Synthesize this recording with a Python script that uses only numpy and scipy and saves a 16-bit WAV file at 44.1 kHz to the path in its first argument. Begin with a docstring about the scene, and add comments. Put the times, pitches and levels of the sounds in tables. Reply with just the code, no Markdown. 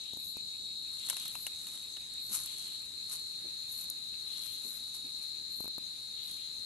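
"""Cicadas drone all around a cleared field at evening, each a fast train of tymbal clicks
whose rate sags through a phrase. Close by on the left of the microphone a log fire pops
and lets off short hisses of steam, while someone walks away through dry brush,
crunching stalks and snapping twigs. A faint cricket and thin trills lie far behind."""
import sys
import numpy as np
from scipy import signal
from scipy.fft import rfft, irfft
from scipy.io import wavfile

SR = 44100
rng = np.random.default_rng(int(sys.argv[2]) if len(sys.argv) > 2 else 0)


def dump_mix(stems):
    """Bounce the given channels to the path in sys.argv[1] as a 16-bit WAV at rate SR."""
    frames = np.atleast_2d(stems).T  # one column per channel
    limited = np.clip(frames, -1, 1)  # hard clip at full scale
    pcm = np.round(limited * 32767).astype(np.int16)
    wavfile.write(sys.argv[1], SR, pcm)


N = 293265
T = np.arange(N) / SR
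HZ = np.fft.rfftfreq(N, 1 / SR)


def tymbal_phrase(length_s, body_hz, rate_hz, width_hz, skirt_hz, sag, sag_s, jitter,
                  uneven_db=1.78, fade_s=.063):
    """Tymbal clicks ring the hollow abdomen; the muscle starts fast and slows a little."""
    t = T[:int(length_s * SR)]
    rate = rate_hz * (1 + sag * (np.exp(-t / sag_s) - np.exp(-length_s / sag_s)))
    cycles = np.cumsum(rate) / SR
    timing, strength = rng.standard_normal((300, 2))[:int(cycles[-1]) - 1].T
    at = np.interp(np.arange(len(timing)) + .5 + jitter * timing, cycles, np.arange(len(t)))
    size = undb(uneven_db * strength)
    # each click is shared between the two samples around it
    sample, part = at.astype(int), at % 1
    clicks = np.bincount(sample, size * (1 - part), len(t)) + np.bincount(sample + 1, size * part, len(t))
    song = ring(ring(clicks, body_hz, width_hz), body_hz, skirt_hz)
    return unit(song) * np.clip(np.minimum(t, length_s - t) / fade_s, 0, 1)


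def near_cicadas(swell_db=1, echo_db=-12):
    """Four singers close by at the field's edge, each phrase swelling to its middle; the trees echo."""
    # Each singer: body resonance in Hz, final click rate in Hz, resonance width in Hz, right lag in seconds.
    voices = {"high": (4260, 74.62, 72, -.00002), "bright": (4106, 74.5, 58, .00009),
              "middle": (3913, 73.8, 70, .00004), "low": (3790, 74.2, 62, 0)}
    # Their phrases. Each row: singer, start and end in seconds, level in dB, left minus right in dB.
    phrases = [("high", -.6, .26, -52, -4), ("high", .25, 1.33, -48.5, -4), ("high", 1.35, 2.05, -51.5, -5),
               ("high", 2.07, 2.88, -48.5, -8), ("high", 2.92, 4.0, -48.5, -8),
               ("high", 4.04, 4.72, -49.5, -4), ("high", 4.76, 5.8, -48.5, -6), ("high", 5.82, 6.9, -51, 2),
               ("bright", -.5, .55, -53.5, 3), ("bright", .6, 1.6, -53.5, 2),
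               ("bright", 2.05, 2.85, -52.5, 1), ("bright", 2.9, 3.94, -50.5, 7),
               ("bright", 3.92, 4.85, -49.5, 9), ("bright", 5.03, 5.95, -48, 7),
               ("bright", 6.1, 6.75, -50, 7), ("middle", -.5, 1.38, -53, 6), ("middle", 2.3, 3.4, -55.5, 5),
               ("middle", 3.6, 4.5, -57, 4), ("middle", 4.6, 5.4, -55, 3), ("low", -.6, .3, -53.5, 0),
               ("low", .42, 1.38, -51, -5), ("low", 1.4, 2.48, -52, -5), ("low", 2.5, 3.2, -56.5, -1),
               ("low", 3.3, 4.45, -54, -5), ("low", 4.45, 5.5, -52.5, -4), ("low", 5.62, 6.8, -53, -6)]
    out = np.zeros((2, N))
    for singer, start, end, db, side_db in phrases:
        body_hz, rate_hz, width_hz, lag_s = voices[singer]
        song = tymbal_phrase(end - start, body_hz, rate_hz, width_hz, skirt_hz=560,
                             sag=.0065, sag_s=.45, jitter=.0007, fade_s=.04)
        arch = np.sin(np.linspace(0, np.pi, len(song))) - 2 / np.pi
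        add(out, start, place(song * undb(db + swell_db * arch), side_db, lag_s))
    return foliage(out) + undb(echo_db) * scatter(out, t60_s=.25)


def far_cicadas(count=44, wash_db=-3.5, side_db=1.5, db=-46.5):
    """Dozens of distant singers at nearly one click rate, blurred by trees; the furthest are a wash."""
    # Spectrum of the wash. Each row: frequency in Hz, gain in dB.
    wash_colour = [(2400, -50.5), (3000, -66), (3420, -20), (3680, -4.5), (3800, -3), (3950, 1.5),
                   (4150, 0), (4330, -5.5), (4500, -14), (4680, -40), (5200, -13), (5800, -51)]
    singers = np.zeros((2, N))
    for k, (late, pitch, speed, bearing) in enumerate(rng.uniform(-1, 1, (count, 4))):
        song = tymbal_phrase(1.1, 3990 + 150 * pitch, 74.7 + .5 * speed, width_hz=220, skirt_hz=560,
                             sag=.007, sag_s=.35, jitter=.0006)
        start = (k + late / 2) / count * (T[-1] + 1) - 1
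        add(singers, start, place(song, side_db=4 * bearing, lag_s=.00008 * bearing))
    wash = colour(rng.standard_normal((2, N)), wash_colour)
    chorus = unit(scatter(singers, t60_s=.24)) + undb(wash_db) * unit(wash)
    return unit(chorus) * undb(db) * pan(side_db)


def footsteps(fall_ratio=1.24, settle_s=.4, settle_db=-15.5, grains_per_s=1300, grain_t60_s=.007):
    """Each footfall breaks a swarm of dry stalks, every one a tiny click; then the stalks settle."""
    # Footfalls. Each row: peak time in seconds, rise in seconds, relative level in dB.
    steps = [(1.14, 0.17, -46), (1.68, 0.11, -50), (2.354, 0.029, -32.5), (2.6, 0.022, -48.5),
             (3.132, 0.03, -40.5), (3.8, 0.095, -50.5), (4.42, 0.12, -48.5), (4.72, 0.24, -53.5),
             (4.949, 0.0095, -43), (5.23, 0.026, -51), (6.315, 0.058, -51.5)]
    # Spectrum of dry brush. Each row: frequency in Hz, gain in dB.
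    brush = [(300, -18.5), (700, -8.5), (1300, -1), (1900, -8.5), (2800, -2), (4200, 0), (5600, 3),
             (7000, 8), (9000, 10.5), (11800, 8), (13500, -35)]
    power = np.zeros(N)
    for s, rise, db in steps:
        tread = np.exp(-2 * np.maximum((s - T) / rise, (T - s) / (fall_ratio * rise)))
        settle = np.exp(-2 * np.maximum((s - T) / rise, (T - s) / settle_s))
        power += undb(db) ** 2 * tread + undb(db + settle_db) ** 2 * settle
    breaks = rng.random(N) < grains_per_s / SR
    sizes = undb(3.4 * np.minimum(rng.exponential(size=N), 5))
    decay = np.exp(-2 * np.log(1000) / (grain_t60_s * SR))
    energy = signal.lfilter([1], [1, -decay], breaks * sizes ** 2)
    crunch = diffuse(colour(np.sqrt(energy) * rng.standard_normal((2, N)), brush))
    return unit(crunch) * np.sqrt(power) * undb(1)


def twig_snaps(crack_s=.0018, knock_s=.0056, ring_s=.0024, crack_gain_db=2, echo_db=-22, side_db=-2):
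    """Fibres tear underfoot in a millisecond burst; the stick knocks and rings briefly."""
    # Each row: start in seconds, relative crack and knock levels in dB, ring in Hz, ring level in dB.
    twigs = [(1.087, -30, -39, 3030, -54), (1.0987, -20, -36, 3380, -33), (1.0989, -23.5, -35, 9020, -20.5),
             (1.1015, -36, -38, 2960, -47), (1.106, -30, -39, 7800, -38), (1.129, -45, -37.5, 1080, -43),
             (1.168, -31, -38, 2770, -38.5), (1.199, -35, -62, 3000, -64), (1.255, -33, -37, 2730, -61),
             (1.28, -32.5, -62, 3000, -60), (1.354, -34, -41, 1000, -40.5), (1.353, -45, -55, 2710, -37),
             (1.467, -26.5, -36, 2870, -29.5), (1.468, -46, -55, 550, -45.5),
             (1.668, -40, -45.5, 2800, -46), (1.7537, -39, -51, 2900, -53), (1.775, -41, -53, 3230, -43),
             (1.968, -63, -43.5, 2880, -48), (2.137, -39, -67, 10600, -45), (2.3363, -27, -58, 1250, -55),
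             (2.3512, -24, -51, 1260, -52), (2.4347, -34, -56, 3000, -63), (2.46, -33, -50, 3000, -60),
             (2.6785, -40, -52, 3000, -55), (3.8413, -39.5, -60, 3000, -62), (3.9, -26.5, -74, 9760, -30.5),
             (4.14, -59, -54, 2640, -48), (6.312, -36.5, -61, 3000, -63)]
    # Spectra of the tearing fibres and the knocking wood. Each row: frequency in Hz, gain in dB.
    fibres = [(600, -21), (2500, -34), (5500, -6), (7500, -0.5), (9300, 5.5), (11800, 4), (15000, -14)]
    wood = [(200, -26), (400, -20.5), (550, -0.5), (800, 0.5), (1400, 0), (2000, 1), (2500, -2),
            (3000, 5.5), (4500, -2), (8000, -2)]
    cracks, knocks, rings = np.zeros((3, 2, N))
    t = T[:2048]
    for s, crack_db, knock_db, hz, ring_db in twigs:
        noise = rng.standard_normal((4, len(t)))
        add(cracks, s, noise[:2] * np.exp(-t / crack_s) * undb(crack_db + crack_gain_db))
        add(knocks, s, noise[2:] * np.exp(-t / knock_s) * undb(knock_db))
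        add(rings, s, np.sin(2 * np.pi * hz * t) * np.exp(-t / ring_s) * undb(ring_db))
    out = colour(cracks, fibres) * pan(side_db) + diffuse(colour(knocks, wood)) + rings
    return out + undb(echo_db) * scatter(out, t60_s=.21)


def fire_pops(tick_s=.0019, tick_db=5, side_db=4):
    """Gas pockets burst close on the left: a sharp tick and a soft puff, duller from deep in the pile."""
    # Each row: start in seconds, level in dB, frequency in Hz above which the puff is muffled.
    bursts = [(0.135, -41.5, 800), (0.171, -42.5, 850), (.369, -39, 990), (5.6049, -36, 1000),
              (5.643, -39.5, 1100), (5.656, -39, 1800), (5.6786, -39, 1700), (5.7814, -36.5, 2400)]
    # Spectrum of the pressure pulse. Each row: frequency in Hz, gain in dB.
    thump_colour = [(50, -3), (130, 2.5), (290, 4.5), (600, -3.5), (950, -3.5), (1600, -11.5), (4000, -65)]
    out, t = np.zeros((2, N)), T[:2048]
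    thump = colour(signal.unit_impulse(N), thump_colour)[:len(t)]
    for s, db, muffle_hz in bursts:
        puff = signal.sosfilt(signal.butter(2, muffle_hz, fs=SR, output="sos"), thump)
        tick = ring(rng.standard_normal(len(t)) * np.exp(-t / tick_s), hz=13300, width_hz=4400)
        pop = tick / np.abs(tick).max() * undb(tick_db) - puff / np.abs(puff).max()
        add(out, s, pop * undb(db))
    return out * pan(side_db)


def steam(half_length_s=.064, sputter_db=2, gain_db=-1, side_db=2):
    """Sap boils out of the log ends in short, thin hisses."""
    # Each row: middle of the jet in seconds, relative level in dB.
    jets = [(.263, -48), (1.41, -49), (2.284, -50), (3.772, -46), (4.503, -50), (4.72, -49), (5.573, -50.5),
            (6.29, -56)]
    # Spectrum of the hiss. Each row: frequency in Hz, gain in dB.
    hiss_colour = [(5000, -58), (8000, 2), (10000, -1), (11600, 10.5), (13000, 2), (14500, 14),
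                   (16000, -14)]
    flow = sum(undb(db) * np.exp(-.5 * ((T - s) / half_length_s) ** 4) for s, db in jets)
    hiss = unit(colour(rng.standard_normal((2, N)), hiss_colour))
    return hiss * flow * undb(sputter_db * wander(51) + gain_db) * pan(side_db)


def thuds(rise_s=.014, width_hz=170, side_db=1):
    """Dull, padded bumps near the centre that swell and die quickly."""
    # Each row: start in seconds, pitch in Hz, relative level in dB.
    bumps = [(2.29, 198, -50), (3.437, 306, -49), (4.644, 250, -49), (5.041, 272, -51.5)]
    out, t = np.zeros((2, N)), T[:8192]
    for s, hz, db in bumps:
        envelope = t / rise_s * np.exp(-t / rise_s)
        add(out, s, noise_band(len(t), hz, width_hz) * envelope * undb(db) * pan(side_db))
    return out


def rasping_cicada(length_s=.38, side_db=4):
    """To the left a second kind of cicada gives short, coarse rasps, its clicks slowing through each."""
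    # Each row: start in seconds, level in dB.
    rasps = [(-.2, -56.5), (0.951, -52.5), (2.42, -54.5), (4.231, -54.5), (6.128, -56)]
    out = np.zeros(N)
    for start, db in rasps:
        song = tymbal_phrase(length_s, body_hz=3570, rate_hz=135, width_hz=3300, skirt_hz=770,
                             sag=.08, sag_s=.44, jitter=.005, uneven_db=3, fade_s=.055)
        add(out, start, undb(db) * song)
    return scatter(out, t60_s=.18) * pan(side_db)


def rustle(sets_off_s=.79, onset_s=.088, db=-67, uneven_db=1.6):
    """Once the walker moves, legs keep brushing softly through the stalks."""
    # Spectrum of the swish. Each row: frequency in Hz, gain in dB.
    swish_colour = [(300, 8), (600, -13), (1200, 5), (2200, 10), (4000, 2.5), (9000, -1.5)]
    swish = unit(diffuse(colour(rng.standard_normal((2, N)), swish_colour)))
    moving = np.clip((T - sets_off_s) / onset_s, 0, 1)
    return swish * moving * undb(db + uneven_db * wander(12))


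def cricket(first_s=.055, chirp_s=.028, db=-63.2, uneven_db=1.7, fade_db_per_s=.8):
    """A faint cricket chirps on, blurred by distance, quickening once and slowly fading."""
    # Its pace. Each row: time in seconds, chirps per second.
    pace = [(0, 6.1), (4.3, 6.1), (4.6, 6.78)]
    cycles = np.cumsum(np.interp(T, *np.transpose(pace))) / SR
    peaks = first_s + np.interp(np.arange(int(cycles[-1]) + 1), cycles, T)
    sizes = undb(uneven_db * rng.standard_normal(len(peaks)))
    chirps = sum(size * np.exp(-.5 * ((T - s) / chirp_s) ** 2) for s, size in zip(peaks, sizes))
    return noise_band((2, N), hz=2520, width_hz=300) * chirps * undb(db - fade_db_per_s * T)


def far_trills(turn_middle_s=3.5, turn_length_s=.59, waver_db=2):
    """Small insects trill far off; a turn of the microphone brings one forward and loses others."""
    # Each row: pitch and width in Hz, pulses per second, depth 0-1, level in dB before and after the turn.
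    insects = [(6470, 210, 8.4, 0.7, -63.5, -65.5), (6950, 360, 54, 0.33, -64, -61),
               (7600, 580, 17, 0.06, -58.5, -92)]
    turn = (1 + np.tanh(2 * (T - turn_middle_s) / turn_length_s)) / 2
    out = np.zeros((2, N))
    for hz, width_hz, rate, depth, before_db, after_db in insects:
        trill = noise_band((2, N), hz, width_hz)
        pulsing = unit(1 + depth * np.sin(2 * np.pi * rate * T))
        db = before_db + (after_db - before_db) * turn
        out += trill * pulsing * undb(db + waver_db * wander(8))
    return out


def flames_and_air(flame_hz=600, flutter_db=1, waver_db=1.2, db=-55.5):
    """Flames flutter softly in the bass under the fine hiss of distant insects."""
    # Spectrum of still air, flames and insects. Each row: frequency in Hz, gain in dB.
    air_colour = [(25, -5), (60, 6), (120, 7), (280, 4), (550, -4.5), (1250, -8.5), (1600, -14.5),
                  (2600, -5), (4800, 1.5), (5800, -5), (6700, -0.5), (8500, 3.5), (11800, -2), (13000, -27),
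                  (15000, -6)]
    bed = rfft(diffuse(rng.standard_normal((2, N)))) * undb(along(air_colour))
    bass = 1 / (1 + (HZ / flame_hz) ** 4)
    flames = irfft(bed * bass, N) * undb(flutter_db * wander(22))
    hiss = irfft(bed * (1 - bass), N) * undb(waver_db * wander(3.5))
    return unit(flames + hiss) * undb(db)


def foliage(x, spread_s=.02, grain_hz=60):
    """Leaves delay each partial differently: the clicks blur, the tones stay clear."""
    delay = spread_s * np.interp(HZ / grain_hz, np.arange(600), rng.random(600))
    return irfft(rfft(x) * np.exp(-2j * np.pi * np.cumsum(delay) * HZ[1]), N)


def scatter(x, t60_s):
    """Diffuse echoes from trees and ground, different on each side."""
    t = T[:SR // 2]
    tail = rng.standard_normal((2, len(t))) * np.exp(-np.log(1000) * t / t60_s)
    tail /= np.sqrt(np.sum(tail ** 2, axis=1, keepdims=True))
    return signal.fftconvolve(np.atleast_2d(x), tail, axes=1)[:, :N]


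def diffuse(pair):
    """Blend two unrelated channels so that long waves reach both sides more alike."""
    # Each row: frequency in Hz, likeness of left and right from 0 to 1.
    likeness = [(100, .62), (450, .44), (1200, .5), (1600, .15), (6000, .08), (11000, .03)]
    angle = np.arcsin(along(likeness)) / 2
    both = rfft(pair)
    return irfft(both * np.cos(angle) + both[::-1] * np.sin(angle), N)


def place(song, side_db, lag_s):
    """A singer's bearing makes one side louder and shifts the right channel in time."""
    return np.array([song, np.roll(song, int(round(lag_s * SR)))]) * pan(side_db)


def pan(db):
    """Left and right gains for a level difference, left minus right."""
    return undb(np.array([[.5], [-.5]]) * db)


def undb(db):
    """Decibels to gain."""
    return 10 ** (np.asarray(db) / 20)


def unit(x):
    """Scale to rms 1."""
    return x / np.sqrt(np.mean(x ** 2) + 1e-30)


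def along(points):
    """A (Hz, value) table spread over a log-frequency axis."""
    hz, value = np.transpose(points)
    return np.interp(np.log(HZ + 1), np.log(hz), value)


def colour(x, points):
    """Causal filter with the given (Hz, dB) shape."""
    cepstrum = irfft(np.log(undb(along(points))), N)
    cepstrum[1:N // 2] *= 2
    cepstrum[N // 2:] = 0
    return irfft(rfft(x) * np.exp(rfft(cepstrum)), N)


def ring(x, hz, width_hz):
    """One resonance, gain 1 at its centre."""
    return signal.lfilter(*signal.iirpeak(hz, hz / width_hz, fs=SR), x)


def noise_band(shape, hz, width_hz):
    """Noise rung twice at one pitch, rms 1."""
    return unit(ring(ring(rng.standard_normal(shape), hz, width_hz), hz, 2 * width_hz))


def wander(knots_per_s):
    """Smooth random drift with a spread of 1."""
    knots = rng.standard_normal(1000)
    return unit(np.interp(T * knots_per_s, np.arange(len(knots)), knots))


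def add(out, s, sound):
    """Mix a sound in at a time, dropping what falls outside."""
    start = int(s * SR)
    a, b = max(start, 0), min(start + sound.shape[-1], N)
    if b > a:
        out[..., a:b] += sound[..., a - start:b - start]


def scene():
    """Insects, walker and fire as they reach the microphone."""
    insects = near_cicadas() + far_cicadas() + rasping_cicada() + cricket() + far_trills()
    walker = footsteps() + rustle() + twig_snaps()
    return insects + walker + thuds() + steam() + fire_pops() + flames_and_air()


def record(dry, shelf_hz=12050, shelf_db=-23, top_hz=15600):
    """The phone's microphone ports colour each side; its treble steps down sharply, then is cut off."""
    # The right port loses the top. Each row: frequency in Hz, left minus right in dB.
    ports = [(30, 1), (250, 3), (1000, 1), (2500, 4), (4200, 4), (5500, 0), (8800, 1), (10000, 7),
             (11500, 14)]
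    heard = irfft(rfft(dry) * pan(along(ports)), N)
    body = signal.sosfilt(signal.ellip(10, .2, 60, shelf_hz, fs=SR, output="sos"), heard)
    stepped = body + undb(shelf_db) * heard
    return signal.sosfilt(signal.ellip(10, .2, 70, top_hz, fs=SR, output="sos"), stepped)


dry = scene()
out = record(dry)
dump_mix(out)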